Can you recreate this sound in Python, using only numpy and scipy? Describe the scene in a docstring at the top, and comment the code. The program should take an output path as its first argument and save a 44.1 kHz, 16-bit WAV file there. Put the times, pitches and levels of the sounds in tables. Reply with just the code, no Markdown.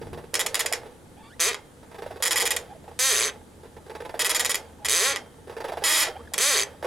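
"""A motorcycle is bounced on its rear suspension outdoors, and a dry pivot sticks and slips.
Four rounds follow each other: soft creaks as load builds, with short squeaks among them, then thin chirps
of a rubber bush, then one long gliding squeak; two more creaks close the scene.
Squeaks are trains of jolts that ring the steel frame, creaks are thumps with rubbing, chirps are tones.
A rumble, stronger at first, a faint hiss and a low hum that sinks and returns lie underneath."""
import sys
import numpy as np
from scipy import signal
from scipy.fft import rfft, irfft
from scipy.io import wavfile
from scipy.ndimage import uniform_filter1d

SR = 44100
rng = np.random.default_rng(int(sys.argv[2]) if len(sys.argv) > 2 else 0)


def to_wav(sig):
    """Store sig (one row per channel, or 1-D mono) as 16-bit WAV at the path in sys.argv[1].

    Samples outside -1..1 are clipped; the rate is SR.
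    """
    pcm = np.clip(np.atleast_2d(sig), -1, 1) * 32767
    pcm = np.round(pcm).astype(np.int16)
    wavfile.write(sys.argv[1], SR, pcm.T)  # frames by channels


N = 302526

# Levels are those fed in, before the frame (for squeaks and rubs) and the limiter.
# long squeaks, one list each: (t/s, slip rate f/Hz, level/dB)
LONG_SQUEAKS = [
    [(1.395, 167, -35), (1.403, 167.4, -19), (1.443, 174.7, -21.5), (1.485, 240.4, -22),
     (1.499, 240.8, -25), (1.511, 228.4, -25.5), (1.523, 129, -25.5), (1.527, 99, -23), (1.541, 84.2, -25)],
    [(2.99, 252.7, -24), (3.058, 270, -21), (3.09, 260.7, -21.5), (3.114, 228.5, -17.5), (3.14, 185.2, -21),
     (3.172, 109.3, -16), (3.188, 100.4, -14.5), (3.25, 146, -19.5), (3.297, 179.6, -25.5)],
    [(4.884, 87.5, -23), (4.924, 134.9, -18), (4.948, 163.9, -18.5), (4.998, 179, -21),
     (5.036, 239.7, -18.5), (5.058, 267, -17), (5.09, 286, -22.5), (5.124, 273.4, -23.5),
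     (5.156, 167, -29.5)],
    [(6.379, 142.1, -20), (6.393, 200.4, -25.5), (6.403, 230.9, -24), (6.425, 256, -18.5),
     (6.487, 299.6, -20), (6.521, 266.9, -18), (6.551, 213.4, -19), (6.575, 147.6, -12.5),
     (6.642, 82, -20.5)],
]
# short squeaks: (t/s, level/dB, length/s, slip rate f/Hz)
SHORT_SQUEAKS = [(.341, -20, 0.023, 92), (.393, -22, 0.022, 193), (.462, -21, 0.0069, 347),
                 (0.544, -20, .018, 110.4), (.593, -21.5, .019, 242.7), (0.66, -20.5, .007, 304.3),
                 (0.725, -22, 0.016, 130), (1.544, -29.5, .009, 200.4), (2.224, -19.5, 0.017, 244.2),
                 (2.252, -22, 0.03, 200.2), (2.308, -20, .024, 301.2), (2.358, -19.5, 0.027, 271),
                 (2.399, -21.5, 0.03, 209.8), (2.454, -22.5, 0.023, 253.2), (2.506, -19, 0.015, 249.5),
                 (2.564, -22, 0.0059, 331), (4.193, -22, 0.03, 290), (4.246, -21, 0.026, 180.5),
                 (4.294, -20.5, 0.024, 296), (4.347, -20.5, .023, 300), (4.395, -18.5, 0.017, 238),
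                 (4.447, -21.5, 0.017, 141.5), (4.494, -24, 0.026, 271.7), (4.544, -23.5, 0.019, 100),
                 (4.847, -24.5, .02, 235.2), (5.16, -27, 0.012, 202), (5.838, -18, .2, 300.4),
                 (6.035, -28.5, 0.051, 177.2), (6.336, -24, 0.0064, 322.5)]
# soft creaks: (t/s, level/dB, nominal thump f/Hz, rub level against the thump/dB), before trims and fades
SOFT_CREAKS = [(.014, -29, 490, 0), (.069, -38, 430, 3), (.129, -34, 407, 9), (.174, -28.5, 490, 1),
               (.195, -37, 475, -2), (.239, -34.5, 437, -2.5), (.335, -26.5, 495, 2), (.386, -28, 525, -10),
               (.454, -27, 686, -2), (.537, -34, 487, 5), (.65, -25, 680, -3), (.718, -22.5, 680, -4),
               (.857, -32, 485, 0), (1.829, -44, 460, 6.5), (1.913, -45, 431, 12.5),
               (1.944, -39.5, 439, 10.5), (1.982, -42.5, 870, 15.5), (2.021, -26.5, 480, 1),
               (2.061, -27, 630, -1.5), (2.108, -27, 706, -0.5), (2.159, -32, 447, 3.5),
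               (2.202, -26.5, 555, -6), (2.421, -26.5, 467, 8), (2.84, -38, 670, -2), (2.878, -33, 845, -1),
               (2.913, -37.5, 846, -4), (3.632, -39, 450, 3), (3.654, -42.5, 452, 5),
               (3.765, -39.5, 447, 6), (3.864, -44, 439, 8), (3.896, -31, 480, 5), (3.95, -31.5, 475, 7.5),
               (4.003, -28, 490, 3.5), (4.049, -38, 450, 14.5), (4.093, -31, 510, 5.5),
               (4.141, -24.5, 703, -1), (4.191, -25.5, 656, -6), (4.34, -29, 850, -9), (5.472, -34, 440, 0),
               (5.496, -31, 460, 3.5), (5.524, -39.5, 430, 7.5), (5.566, -26.5, 472, 2.5),
               (5.603, -31, 455, 10), (5.642, -20, 584, 0), (5.683, -30.5, 880, 10.5),
               (5.72, -22.5, 710, 1), (5.771, -24.5, 710, 3), (5.82, -22.5, 496, -2.5),
               (6.08, -24.5, 706, -2), (6.319, -38, 690, -9), (6.826, -27.5, 665, 5),
               (6.844, -18.5, 586, 2)]
# chirps of a rubber bush: (t/s, length/s, start f/Hz, end f/Hz, rms level of lowest tone/dB, overtone share)
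BUSH_CHIRPS = [(1.159, 0.076, 760, 914, -52.5, 0.23), (1.219, 0.087, 1128, 1140, -57.5, 0.56),
               (1.235, .045, 896, 903, -57, 0.42), (1.294, 0.061, 1265, 2110, -54.5, 0.4),
               (2.69, 0.022, 795, 700, -48, .05), (2.709, 0.028, 803, 806, -43, 0.057),
               (2.747, .025, 620, 690, -47.5, .05), (4.784, 0.029, 980, 800, -54, .05),
               (4.813, 0.039, 797, 870, -47.5, .05), (4.798, 0.04, 640, 600, -54, .05),
               (6.153, 0.0254, 680, 870, -38.5, 0.14), (6.189, 0.032, 940, 1350, -50, .08),
               (6.253, 0.0076, 1640, 1680, -54, .2), (6.273, 0.01, 1680, 1760, -45.5, 0.19)]
# frame resonances reached by long squeaks, short squeaks and creak rubs: (f/Hz, spread/Hz, level/dB)
LONG_MODES = [(495, 130, -7), (1330, 54, -6), (1930, 210, -4), (2410, 45, -5), (2970, 52, -9),
              (3280, 110, -6), (3750, 54, -2), (4270, 77, -6), (4710, 240, -7), (5160, 120, -9),
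              (5390, 46, -11), (5570, 43, -10), (5880, 80, -7), (6190, 51, 0), (6410, 63, -2),
              (6830, 95, -6), (7180, 85, -6), (7520, 54, -10), (8080, 170, -5), (8490, 48, -10),
              (9150, 52, -14), (9510, 130, -10), (9930, 220, -12), (10300, 140, -8), (10800, 100, -10),
              (11100, 36, -13), (11400, 110, -12), (12100, 210, -16), (12900, 120, -19), (13900, 160, -22)]
SHORT_MODES = [(474, 82, -5), (1350, 37, -7), (1940, 180, -3), (2420, 43, -4), (2580, 21, -7),
               (2900, 25, -9), (3290, 62, -1), (3550, 31, -7), (3780, 45, -5), (4370, 160, -6),
               (4810, 78, -6), (5180, 91, -2), (5460, 81, -4), (6210, 95, -7), (6920, 110, 0),
               (7140, 43, -3), (7560, 34, -8), (7930, 130, -9), (8210, 73, -8), (8580, 67, -8),
               (8950, 110, -6), (9350, 87, -7), (9600, 250, -6), (10300, 250, -8), (10700, 110, -9),
               (11100, 170, -11), (11600, 170, -6), (12100, 47, -12), (12800, 82, -14), (13700, 310, -20)]
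RUB_MODES = [(466, 43.6, 6.5), (872, 39, -0.5), (1105, 8.7, -8), (1310, 130, -25), (1580, 81, -21),
             (1790, 24, -10.5), (2860, 37, -42), (3480, 38, -19.5), (3640, 30, -23), (3900, 93, -25.5),
             (4710, 39, -23.5), (5100, 230, -33), (5800, 47, -33), (7840, 100, -44.5), (8500, 93, -57),
             (10200, 115, -27), (11900, 61, -30), (12600, 170, -49)]
# dense small resonances between those: (f/Hz, level/dB)
LONG_FILL = [(200, -67), (330, -37), (420, -3.5), (560, -23), (750, -25.5), (1100, -8), (1550, -19),
             (2000, -8), (4000, -28.5), (6300, -33.5), (8500, -24), (11500, -89), (14000, -38),
             (16500, -74)]
SHORT_FILL = [(200, -40), (350, -12), (550, -15), (1000, -10), (2000, -9.5), (4000, -18), (6900, -21),
              (9500, -27.5), (11500, -44), (14000, -52), (16500, -64)]
RUB_FILL = [(200, -25), (400, -28), (800, -4), (1200, -20), (2000, -18.5), (3500, -34.5), (6000, -42),
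            (10500, -51), (16000, -76)]
# free tubes and spring that ring on: (f/Hz, level/dB, time to fall 60 dB/s)
FREE_RINGS = [(400, -42, .16), (800, -55, .4), (1450, -60, .35), (1857, -59, .22), (2132, -55, .35),
              (3165, -65, .6), (6169, -46, .12)]
# dying away of the surroundings: (f/Hz, time to fall 60 dB/s)
YARD_DECAY = [(300, 0.34), (1500, 0.16), (5000, 0.15), (12000, 0.14)]
# left-right balance of the bike: (f/Hz, left minus right level/dB)
BALANCE = [(60, -2), (180, 2), (550, -3), (1650, -1), (4970, -1), (15000, -1.5)]
# stereo width of a response, before any widening: (f/Hz, side minus mid level/dB)
STEREO_WIDTH = [(60, -28), (150, -48), (380, -13.5), (950, -15.5), (2380, -11.5), (5980, -13), (15000, -29)]
# colour of the rumble and hiss: (f/Hz, relative level/dB)
AIR_COLOUR = [(15, -40), (25, -17), (80, -6), (150, -8), (192, -8), (259, -7.5), (296, -8), (568, -18),
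              (1220, -23), (2750, -33), (3060, -29), (5130, -35), (9850, -31), (15200, -47), (16500, -60)]
# likeness of left and right in that air: (f/Hz, likeness 0-1)
AIR_LIKENESS = [(60, 0.99), (240, 0.7), (950, 0), (3770, 0.36), (15000, 1)]
# the hum before its wavering: (t/s, rms level/dB)
HUM_COURSE = [(0, -59), (1.3, -72), (2.2, -57.5), (6.86, -57.5)]

# unevenness of long squeaks, 0-1: a base, more when slips are few, more as the stroke slows down
STEADY, CRAWL_HZ, SLOWING = .06, 18, .41
# treble of long squeaks falls from start to end; slips weaker than FIRM lose treble, in dB per dB
SHARP_START_DB, SHARP_END_DB = 8.5, -8.5
FIRM_DB, SHORT_FIRM_DB, DULL_PER_DB = -22.5, -24, 4.47
SHORT_RISE_DB = .5  # over the length of each short squeak
RUB_S = .021
CHIRP_TOP_HZ = 5000  # overtones above this are lost
GROAN_FLOOR_DB, GROAN_AFTER_DB, GROAN_FADE_DB_PER_S = -54, -12.5, 84.5
RELIEF_DB = -3.5  # a long slide unloads the joint, so less groan follows
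AIR_DB = -49.5  # rms of rumble and hiss together
RUMBLE_EXTRA_DB, RUMBLE_ENDS_S, RUMBLE_FADE_S = 9.5, .25, .13  # the fade is centred on the end
HUM_HZ = 79
EDGE_HZ = 16800  # upper limit of the whole sound
RESPONSE = 16384  # samples in a frame response


def glides():
    """The slip rate follows the speed of the stroke, so the pitch glides; gentler slips are duller."""
    drive = np.zeros(N)
    for rows in LONG_SQUEAKS:
        start_s, (rate, db) = columns(rows)
        slowed = 1 - rate / np.maximum.accumulate(rate)
        uneven = STEADY + (CRAWL_HZ / rate) ** 1.2 + SLOWING * slowed
        treble_db = np.linspace(SHARP_START_DB, SHARP_END_DB, len(db))
        treble_db += DULL_PER_DB * np.minimum(db - FIRM_DB, 0)
        force = slips(rate, np.clip(uneven, 0, 1), 4)
        add(drive, start_s, gain_of(db) * tilt_treble(force, treble_db))
    return ring(drive, frame(LONG_MODES, LONG_FILL, .0018, -3, -9))


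def stutters():
    """The pivot lets go for a moment, chatters and locks again."""
    drive = np.zeros(N)
    for start_s, db, length_s, rate in SHORT_SQUEAKS:
        n = round(length_s * SR)
        treble_db = DULL_PER_DB * min(db - SHORT_FIRM_DB, 0)
        force = tilt_treble(slips(np.full(n, rate), .5, 2.28), treble_db)
        add(drive, start_s, gain_of(db + np.linspace(0, SHORT_RISE_DB, n)) * force)
    return ring(drive, frame(SHORT_MODES, SHORT_FILL, .000981, 2, -4))


def creaks():
    """A dull thump of a few cycles as the joint gives, then a short rub; a quiet groan between them."""
    thumps, n = np.zeros(N), round(RUB_S * SR)
    rubs = groan_level() * slips(np.full(N, 600.), 1, 1.0)
    t = np.arange(700) / SR
    swell = (t / .0028) * np.exp(1 - t / .0028)  # strongest 2.8 ms in
    for start_s, db, hz, rub_db in SOFT_CREAKS:
        thump = swell * np.sin(2 * np.pi * hz * t * (1.08 - t / .08))  # sags in pitch
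        add(thumps, start_s, gain_of(db - 3) * thump)
        fading_db = db + rub_db - np.linspace(4, 10, n)
        add(rubs, start_s, gain_of(fading_db) * slips(np.full(n, 350.), .65, 1.76))
    return thumps + ring(rubs, frame(RUB_MODES, RUB_FILL, .00125, -44, -9.5))


def groan_level():
    """Rises as each creak starts or squeak ends, then sinks; a joint that slides freely is silent."""
    t, level_db = np.arange(N) / SR, np.full(N, GROAN_FLOOR_DB)
    moves = [(s, db) for s, db, *_ in SOFT_CREAKS]
    moves += [(s + length_s, db) for s, db, length_s, _ in SHORT_SQUEAKS]
    moves += [(rows[-1][0], rows[-1][2] + RELIEF_DB) for rows in LONG_SQUEAKS]
    for s, db in moves:
        sinking_db = db + GROAN_AFTER_DB - GROAN_FADE_DB_PER_S * (t - s)
        level_db = np.where(t > s, np.maximum(level_db, sinking_db), level_db)
    sliding = sum((t > rows[0][0]) & (t < rows[-1][0]) for rows in LONG_SQUEAKS)
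    return gain_of(level_db) * (1 - sliding)


def chirps():
    """A fast smooth slip: a wavering tone with three overtones."""
    out = np.zeros(N)
    for start_s, length_s, start_hz, end_hz, db, share in BUSH_CHIRPS:
        n = round(length_s * SR)
        hz = np.linspace(start_hz, end_hz, n)
        phase = 2 * np.pi * np.cumsum(hz * (1 + .045 * wander(n, 130))) / SR
        overtones = sum(np.sin(k * phase) / (1 + (k * hz / CHIRP_TOP_HZ) ** 10) for k in range(2, 5))
        tone = np.sin(phase) + share * overtones
        add(out, start_s, np.sqrt(2) * gain_of(db) * tone * signal.windows.tukey(n, .45))
    return out


def slips(rate, uneven, grit):
    """One jolt for each stick-slip cycle, wavering in time and size, with grit while the surfaces slide."""
    n = len(rate)
    turns = np.cumsum(rate * (1 + .2 * uneven * wander(n, 200))) / SR
    jolts = np.diff(np.floor(turns), prepend=-1)  # one at every whole turn
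    jolts = jolts * gain_of(4.56 * uneven * rng.standard_normal(n))
    since_slip_s = turns % 1 / rate
    sliding = np.exp(-since_slip_s / .002) * rng.standard_normal(n)
    bright = signal.butter(2, 2300, "high", fs=SR, output="sos")
    sliding = signal.sosfilt(bright, sliding)
    share = grit * uneven + .2
    return (evened(jolts) + share * evened(sliding)) / np.sqrt(1 + share ** 2)


def tilt_treble(force, treble_db):
    """Splits the jolts around 3500 Hz and raises or lowers the upper part."""
    soft = signal.sosfiltfilt(signal.butter(1, 3500, fs=SR, output="sos"), force)
    return soft + gain_of(treble_db) * (force - soft)


def frame(modes, fill, smear_s, long_db, yard_db):
    """Response to one slip: resonances over dense small modes, long rings and the surroundings."""
    t, hz = np.arange(RESPONSE) / SR, np.fft.rfftfreq(RESPONSE, 1 / SR)
    peaks = sum(gain_of(2 * db) / (1 + (1.7 * (hz - f) / w) ** 2) for f, w, db in modes)
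    radiated = 1 / (1 + (350 / (hz + 20)) ** 10)  # thin tubes move little air in the bass
    fill_gain = gain_of(read(fill, hz))
    log_gain = np.log((fill_gain ** 2 + peaks) * radiated) / 2
    # choose the phase so that nothing sounds before the slip, then smear it a little
    mirrored = np.r_[log_gain, log_gain[-2:0:-1]]
    causal = np.exp(np.conj(signal.hilbert(mirrored)))[:RESPONSE // 2 + 1] * scatter(smear_s)
    body = irfft(spread_out(causal, causal * scatter(smear_s / 4)))
    body *= np.clip(3 - 4 * t / t[-1], 0, 1)
    lasting = sum(gain_of(db - 60 * t / t60) * np.sin(2 * np.pi * f * t) for f, db, t60 in FREE_RINGS)
    yard = surroundings(fill_gain + .36 * np.sqrt(peaks * radiated), 3.5)
    return body / np.linalg.norm(body[0]) + gain_of(long_db) * lasting + gain_of(yard_db) * yard


def ring(drive, response):
    """Every jolt sets off the whole stereo response, and they all add up."""
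    return signal.fftconvolve(drive[None], response)[:, :N]


def scatter(smear_s):
    """Paths through the metal delay each band by a different part of smear_s, leaving its level alone."""
    delay = smear_s * (.2 + abs(wander(RESPONSE // 2 + 1, 90)))
    return np.exp(-2j * np.pi * np.cumsum(delay) * SR / RESPONSE)


def spread_out(mid, side):
    """Stereo pair of spectra: the side part is added on the left and taken away on the right."""
    side = side * gain_of(read(STEREO_WIDTH, np.fft.rfftfreq(RESPONSE, 1 / SR)))
    return np.array([mid + side, mid - side])


def surroundings(colour, wide_db):
    """A stereo tail: noise coloured like the frame, whose bands die at their own speed."""
    mid, side = rfft(rng.standard_normal((2, RESPONSE))) * colour
    noise = irfft(spread_out(mid, gain_of(wide_db) * side))
    f, frame_s, z = signal.stft(noise, SR, nperseg=128)
    z = z * gain_of(-60 * frame_s / read(YARD_DECAY, f)[:, None])
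    tail = signal.istft(z, SR, nperseg=128)[1][:, :RESPONSE]
    return tail / np.linalg.norm(tail[0])


def air():
    """Distant rumble and hiss: noise shaped band by band, with drifting louder and softer patches."""
    frames, hz = N // 256 + 5, np.fft.rfftfreq(1024, 1 / SR)
    a, b, c, d, patches = rng.standard_normal((frames, 513, 5)).T
    patches = evened(uniform_filter1d(uniform_filter1d(patches, 12, 0), 14, 1))
    same = np.clip(read(AIR_LIKENESS, hz), -1, 1)[:, None]
    left = a + 1j * b
    right = same * left + np.sqrt(1 - same ** 2) * (c + 1j * d)
    frame_s = np.arange(frames) * 256 / SR
    early = np.clip((RUMBLE_ENDS_S - frame_s) / RUMBLE_FADE_S + .5, 0, 1)
    swell_db = RUMBLE_EXTRA_DB * early / (1 + (hz[:, None] / 600) ** 2)  # mostly in the bass
    z = np.array([left, right]) * gain_of(read(AIR_COLOUR, hz)[:, None] + 1.04 * patches + swell_db)
    return gain_of(AIR_DB) * evened(signal.istft(z, nperseg=1024, noverlap=768)[1][:, :N])


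def hum():
    """A low sine tone that wavers slowly in level and pitch."""
    _, (db,) = columns(HUM_COURSE)
    level = np.sqrt(2) * gain_of(db + 3.6 * wander(len(db), 5000))
    hz = HUM_HZ * (1 + .023 * wander(len(db), 5000))
    return np.resize(level * np.sin(2 * np.pi * np.cumsum(hz) / SR), N)


def gain_of(db):
    """Turns decibels into a factor."""
    return 10 ** (np.asarray(db) / 20)


def evened(x):
    """Scales a signal to rms 1."""
    return x / np.sqrt(np.mean(x ** 2) + 1e-20)


def read(points, hz):
    """Reads a table at any frequency, along a logarithmic scale."""
    f, value = np.transpose(points)
    return np.interp(np.log(hz + 1), np.log(f + 1), value)


def add(mix, start_s, sound):
    """Lays a sound into the mix, cut off at the end."""
    part = mix[round(start_s * SR):][:len(sound)]
    part += sound[:len(part)]


def columns(rows):
    """Start time, and every other column drawn out to one value per sample."""
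    s, *cols = np.transpose(rows)
    t = np.arange(s[0], s[-1], 1 / SR)
    return s[0], [np.interp(t, s, c) for c in cols]


def wander(n, samples):
    """Slow random drift of rms about 1."""
    return uniform_filter1d(rng.standard_normal(n), int(samples)) * np.sqrt(int(samples))


def scene():
    """The bike, balanced between left and right, over the air and the hum."""
    bike = glides() + stutters() + creaks() + chirps()
    lean_db = read(BALANCE, np.fft.rfftfreq(N, 1 / SR)) * np.array([[.5], [-.5]])
    return irfft(rfft(bike) * gain_of(lean_db), N) + air() + hum()


def record(dry):
    """A fast limiter levels the loudest squeaks; then the band limit."""
    power_db = 10 * np.log10(abs(uniform_filter1d((dry ** 2).mean(0), 300)) + 1e-12)
    excess_db = uniform_filter1d(np.maximum(power_db + 23, 0), 200)
    held = dry / gain_of(.6 * excess_db)
    held = .5 * np.tanh(2 * held)  # the sharpest peaks are rounded off
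    band_limit = signal.firwin(511, EDGE_HZ, window=("kaiser", 9), fs=SR)
    return signal.oaconvolve(held, band_limit[None], "same")


dry = scene()
out = record(dry)
to_wav(out)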